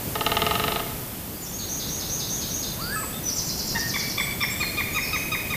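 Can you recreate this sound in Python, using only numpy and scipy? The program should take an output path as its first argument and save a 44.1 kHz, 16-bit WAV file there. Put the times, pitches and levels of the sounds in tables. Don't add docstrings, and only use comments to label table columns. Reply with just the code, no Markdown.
import sys
import numpy as np
from scipy import signal
from scipy.fft import rfft, irfft
from scipy.io import wavfile
from scipy.ndimage import uniform_filter1d

SR = 44100
rng = np.random.default_rng(int(sys.argv[2]) if len(sys.argv) > 2 else 0)


def natural_amplitude(level_db):
    exponent = np.asarray(level_db, float) / 20
    return 10 ** exponent


def persist_wave(psi):
    counts = np.round(np.clip(psi, -1, 1) * 32767).astype(np.int16)
    wavfile.write(sys.argv[1], SR, np.atleast_2d(counts).T)


N = 245175


def unit(x):
    return x / np.sqrt(np.mean(x ** 2) + 1e-20)


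def wobble(count, size):
    return unit(uniform_filter1d(rng.standard_normal(count), size=size))


def in_time(rows):
    s, *columns = np.transpose(rows)
    return [np.interp(np.arange(N) / SR, s, column) for column in columns]


def add(out, s, sound):
    at = round(s * SR)
    out[at:at + len(sound)] += sound[:N - at]


def voice(hz, partials_db):
    phase = 2 * np.pi * np.cumsum(hz) / SR
    return sum(natural_amplitude(db) * np.sin((k + 1) * phase) for k, db in enumerate(partials_db))


def forest(x, direct_db, echoes, clump_db, trunks=(), leaf_hz=20):
    t = np.arange(SR) / SR
    first_db, knee_s, knee_db, t60 = echoes
    decay_db = np.interp(t, [0, knee_s], [first_db, knee_db]) - 60 * np.maximum(t - knee_s, 0) / t60
    power = natural_amplitude(decay_db) ** 2
    for s, db in trunks:
        power = power + natural_amplitude(db) ** 2 * np.exp(-((t - s) / 0.0099) ** 2)
    clumps = natural_amplitude(clump_db * wobble(SR, size=150))
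    path = rng.standard_normal(SR) * np.sqrt(power) * clumps / np.sqrt(SR / 1000)
    path = signal.sosfilt(signal.butter(2, leaf_hz, "high", fs=SR, output="sos"), path)
    path[0] += natural_amplitude(direct_db)
    return signal.fftconvolve(x, path)[:N]


def whistles(notes, waver_hz, flutter_db):
    out = np.zeros(N)
    waver = waver_hz * wobble(N, size=60)
    for s, length, first_hz, last_hz, level_db in notes:
        bend = 1.1
        if abs(np.log(last_hz / first_hz)) > .06:
            bend = .45 if last_hz > first_hz else .8
        u = np.linspace(0, 1, round(length * SR))
        hz = first_hz + (last_hz - first_hz) * u ** bend + waver[round(s * SR):][:len(u)]
        swell_db = 7 * (u - .7) * (last_hz > 1.1 * first_hz)
        add(out, s, voice(hz, [level_db + 4.0 + swell_db]) * signal.windows.tukey(len(u), .3))
    return out * natural_amplitude(flutter_db * wobble(N, size=130))


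def coloured(spectrum):
    hz, level_db = np.transpose(spectrum)
    grid = np.log(np.fft.rfftfreq(N, 1 / SR) + 1)
    shape_db = np.interp(grid, np.log(hz), level_db, left=-90, right=-90)
    return unit(irfft(rfft(rng.standard_normal(N)) * natural_amplitude(shape_db), N))


# time in seconds, level in dB.
AIR_SWELL = [(0.0, -35.5), (0.54, -34), (0.7, -34.5), (0.84, -36), (1.18, -39), (1.45, -40), (1.87, -37.5),
             (2.38, -37.5), (5.56, -36.5)]
# frequency in Hz, level in dB per Hz.
RUMBLE_COLOUR = [(8.8, -45), (15, -12.5), (97, -4), (205, -4.5), (229, -7), (334, -10), (426, -12.5),
                 (679, -16.5), (776, -17.5), (3000, -28.5), (3900, -42), (6600, -120)]
# frequency in Hz, level in dB per Hz.
HISS_COLOUR = [(1180, -24), (2000, -9.5), (3530, -4), (3810, -7), (4450, -5), (6380, -5), (7320, -5),
               (9980, -4), (12700, 0.5), (15600, 5)]


def calm_air():
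    rumble_db, = in_time(AIR_SWELL)
    hiss_db = -38 + 0.83 * (rumble_db - rumble_db.mean())
    return natural_amplitude(rumble_db + 2.5) * coloured(RUMBLE_COLOUR) + natural_amplitude(hiss_db + 3.0) * coloured(HISS_COLOUR)


def ring(modes, luck, t):
    return sum(natural_amplitude(db + own - 60 * t / t60) * np.sin(2 * np.pi * hz * t) for (hz, db, t60), own in zip(modes, luck))


# start in seconds, peak level in dB.
BLOWS = [(0.154, -12.5), (0.2089, -10), (0.264, -5), (0.3173, -8.5), (0.3682, -7), (0.4184, -6.5),
         (0.465, -7), (0.5094, -7.5), (0.5532, -10), (0.5967, -10), (0.6387, -10.5), (0.6795, -10),
         (0.7199, -11.5), (0.7593, -13), (0.7956, -19.5)]
# frequency in Hz, level in dB, time to fall 60 dB in seconds.
LIMB_BODY = [(441, -2.5, 0.064), (688, 1, 0.043), (860, 1.5, 0.034), (965, -12, 0.022), (1223, 0.5, 0.035),
             (1262, -3.5, 0.035), (1810, -4.5, 0.041), (2120, -1.5, 0.03)]
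# frequency in Hz, level in dB, time to fall 60 dB in seconds.
LIMB_CRACK = [(2860, 3, .013), (2990, 0, .011), (3450, -2, .009), (3660, 0, .012), (3920, -2, .018),
              (5250, -4, .008), (6650, -9, .009), (7500, -16, .006)]
# first echo in dB, start of the even decay in seconds, level there in dB,
# time to fall 60 dB in seconds.
LIMB_ECHO = (-14, -0.0256, -19.5, 0.86)


def woodpecker():
    body, crack, t = np.zeros(N), np.zeros(N), np.arange(SR // 8) / SR
    luck = rng.normal(0, 1.5, (len(BLOWS), len(LIMB_BODY) + len(LIMB_CRACK)))
    woody = signal.butter(3, [900, 3950], "band", fs=SR, output="sos")
    splinters = signal.sosfilt(woody, rng.standard_normal((len(BLOWS), len(t)))) * natural_amplitude(8 - 60 * t / .025)
    contact = 1 - np.exp(-t / .0009)
    for (s, peak_db), row, splinter in zip(BLOWS, luck, splinters):
        body_db = -12 + 0.62 * peak_db - 4
        add(body, s, natural_amplitude(body_db) * (ring(LIMB_BODY, row, t) + splinter) * contact)
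        add(crack, s, natural_amplitude(peak_db - 10) * ring(LIMB_CRACK, row[len(LIMB_BODY):], t) * contact)
    return forest(body, 0, LIMB_ECHO, clump_db=5) + forest(crack, 3.6, LIMB_ECHO, clump_db=1.5)


# upstroke start in seconds, its level in dB,
# downstroke start in seconds, its level in dB.
SWINGS = [(1.670, -30, 1.788, -33.5), (1.872, -30, 1.993, -33.5), (2.073, -29.5, 2.188, -32),
          (2.275, -28.5, 2.405, -33), (2.488, -29, 2.616, -32)]
# start in seconds, length in seconds, first Hz, last Hz, level in dB.
SONG_EXTRAS = [(1.340, 0.0296, 4300, 4890, -46), (1.405, 0.024, 7020, 7080, -41),
               (1.422, 0.038, 7040, 5340, -38.5), (1.460, 0.027, 3550, 3530, -51),
               (1.515, 0.077, 6160, 6670, -35.5), (1.583, 0.029, 5100, 3390, -36),
               (2.345, .025, 3450, 3290, -46), (2.390, 0.028, 3160, 3180, -46),
               (2.803, 0.0205, 3900, 4800, -31.5), (2.820, 0.034, 4800, 4910, -39.5)]
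# start in seconds, length in
# seconds, first Hz, last Hz, level in dB.
FURTHER_NOTES = [
    (2.905, 0.053, 8600, 7960, -37),
    (2.946, 0.045, 8030, 7700, -33.5),
    (4.914, 0.055, 6840, 6430, -38.5),
    (5.014, 0.013, 5190, 5510, -30.5),
    (5.035, 0.022, 5550, 4030, -35),
    (5.122, 0.06, 5620, 6490, -37),
]
# first echo in dB, start of the even decay in seconds, level there in dB,
# time to fall 60 dB in seconds.
SEESAW_ECHO = (-16, .016, -8.5, .72)


def seesaw_song():
    upstroke, tick, downstroke = (.075, 5150, 6720), (.012, 5330, 5080), (.027, 5350, 3390)  # s, first Hz, last Hz
    notes = list(SONG_EXTRAS) + list(FURTHER_NOTES)
    for up_s, up_db, down_s, down_db in SWINGS:
        notes.append((up_s, *upstroke, up_db))
        notes.append((down_s - .003, *tick, down_db - 7))
        notes.append((down_s, *downstroke, down_db))
    song = whistles(notes, waver_hz=60, flutter_db=2)
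    return natural_amplitude(-7) * forest(song, -6, SEESAW_ECHO, clump_db=2)


# first echo in dB, start of the even decay in seconds, level there in dB,
# time to fall 60 dB in seconds.
NEAR_ECHO = (-30, 0.05, -16.5, 0.75)
# delay after the direct sound in seconds, echo level in dB.
NEAR_TRUNKS = [(.012, -11), (.054, -20.5)]


def near_forest(x, direct_db):
    return forest(x, direct_db, NEAR_ECHO, clump_db=3, trunks=NEAR_TRUNKS, leaf_hz=1700)


def slurred(curve, second_db):
    t = np.arange(N) / SR
    hz, level_db = in_time(curve)
    sounding = (t > curve[0][0]) & (t < curve[-1][0])
    return voice(hz, [0, second_db]) * natural_amplitude(level_db - 4.5) * sounding


# time in seconds, pitch in Hz, level in dB.
CLIMB_CURVE = [(2.780, 924, -80), (2.790, 991, -35.5), (2.820, 1330, -35.5), (2.880, 1460, -38),
               (2.925, 1665, -28.5), (2.948, 1730, -29), (2.954, 1600, -58)]
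# time in seconds, pitch in Hz, level in dB.
DROP_CURVE = [(2.952, 1395, -72), (2.960, 1295, -28.5), (3.000, 1275, -27.5), (3.018, 1340, -47),
              (3.035, 1096, -30), (3.050, 845, -42), (3.056, 830, -47)]


def low_phrase():
    return near_forest(slurred(CLIMB_CURVE, -30) + slurred(DROP_CURVE, -9.5), 5)


# start in seconds, length in seconds, first Hz, last Hz, level in dB.
OTHER_NOTES = [(3.125, 0.013, 3180, 3590, -35.5), (3.137, 0.049, 3590, 3600, -36),
               (4.165, 0.051, 7800, 7830, -38), (4.200, 0.06, 7500, 8130, -28),
               (4.400, 0.042, 5130, 5520, -36), (4.425, 0.017, 5495, 5370, -20.5),
               (4.462, 0.011, 5700, 5400, -32), (4.497, 0.053, 7580, 7660, -28.5),
               (4.590, 0.028, 7580, 7350, -29.5), (4.607, 0.058, 4290, 4240, -27.5),
               (4.66, 0.025, 4230, 4220, -27)]
# first echo in dB, start of the even decay in seconds, level there in dB,
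# time to fall 60 dB in seconds.
OTHERS_ECHO = (-9, -0.07, -17, 0.9)


def other_whistlers():
    notes = whistles(OTHER_NOTES, waver_hz=40, flutter_db=2)
    return natural_amplitude(-6) * forest(notes, -2, OTHERS_ECHO, clump_db=3)


# start in seconds, length in seconds, first Hz, last
# Hz, level in dB.
TRILL_OPENING = [
    (3.228, 0.049, 6000, 5895, -32.5),
    (3.268, 0.014, 6300, 4110, -34),
    (3.282, 0.028, 6060, 5150, -35),
    (3.335, .02, 7400, 7300, -44),
    (3.358, 0.035, 6030, 6100, -37),
    (3.645, .012, 7450, 7360, -44),
]
# seconds from its start, length in seconds, first Hz, last Hz, level in dB.
TRILL_SYLLABLE = [
    (-.012, 0.0093, 7350, 7240, -42),
    (.004, 0.0084, 6870, 6370, -37),
    (.008, .02, 6700, 3956, -31),
    (0.025, 0.009, 4200, 3920, -42),
    (0.012, .026, 6000, 4884, -36.5),
    (.048, 0.017, 6770, 3900, -39),
]
# start in seconds, level in dB.
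TRILL_REPEATS = [(3.350, -0.5), (3.456, -0.5), (3.559, 0), (3.658, -0.5), (3.760, -2), (3.861, -1),
                 (3.963, -0.5), (4.064, -4), (4.167, -15.5)]
# first echo in dB, start of the even decay in seconds, level there in dB,
# time to fall 60 dB in seconds.
TRILL_ECHO = (-16, .014, -9.5, .85)


def trill():
    notes = list(TRILL_OPENING)
    for s, db in TRILL_REPEATS:
        factor = 1.01 - .03 * (s - TRILL_REPEATS[0][0]) + .003 * db
        for at, length, first_hz, last_hz, own_db in TRILL_SYLLABLE:
            notes.append((s + at, length, factor * first_hz, factor * last_hz, db + own_db))
    song = whistles(notes, waver_hz=70, flutter_db=2.5)
    return natural_amplitude(-7) * forest(song, -7, TRILL_ECHO, clump_db=3)


# start in seconds, level in dB, pitch in Hz, length in seconds.
YELP_NOTES = [(3.747, -26.5, 940, 0.041), (3.936, -29, 1174, 0.034), (4.175, -27, 1175, 0.04),
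              (4.403, -27, 1203, 0.043), (4.596, -28, 1239, 0.043), (4.768, -28, 1234, 0.049),
              (4.943, -27.5, 1273, .052), (5.125, -26, 1280, 0.045), (5.313, -27, 1270, 0.045),
              (5.496, -30, 1259, 0.054)]


def yelps():
    out = np.zeros(N)
    for s, level_db, hz, length in YELP_NOTES:
        u = np.linspace(0, 1, round(length * SR))
        fall = 0.425 * np.clip((hz - 905) / 250, 0, 1)
        pitch_hz = hz * (1 - .45 * np.exp(-u / .045) - .035 * u - fall * u ** 5.5)
        throat_db = 2.5 * np.exp(-((2 * pitch_hz - 2120) / 170) ** 2)
        third_db = -12.5 + 12.5 * np.exp(-((3 * hz - 3600) / 193) ** 2 / 2)
        closing_db = -26 * u ** 2
        partials_db = [-7.5 - 2 * u, throat_db * (1 + u) - 2 * u, third_db + closing_db,
                       -12 + closing_db, -16 + closing_db]
        swell = np.minimum(u / .2, 1) * np.minimum((1 - u) / .1, 1)
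        add(out, s, natural_amplitude(level_db) * voice(pitch_hz, partials_db) * swell)
    return near_forest(out * natural_amplitude(2.0 * wobble(N, size=110)), 2.5)


def scene():
    birds = woodpecker() + seesaw_song() + low_phrase() + other_whistlers() + trill() + yelps()
    return np.tile(calm_air() + birds, (2, 1))


def low_pass(x):
    return signal.sosfilt(signal.butter(12, 16710, fs=SR, output="sos"), x)


def record(dry):
    cut = signal.cheby2(16, 80, 15860, fs=SR, output="sos")
    return low_pass(signal.sosfilt(cut, dry))


dry = scene()
out = record(dry)
persist_wave(out)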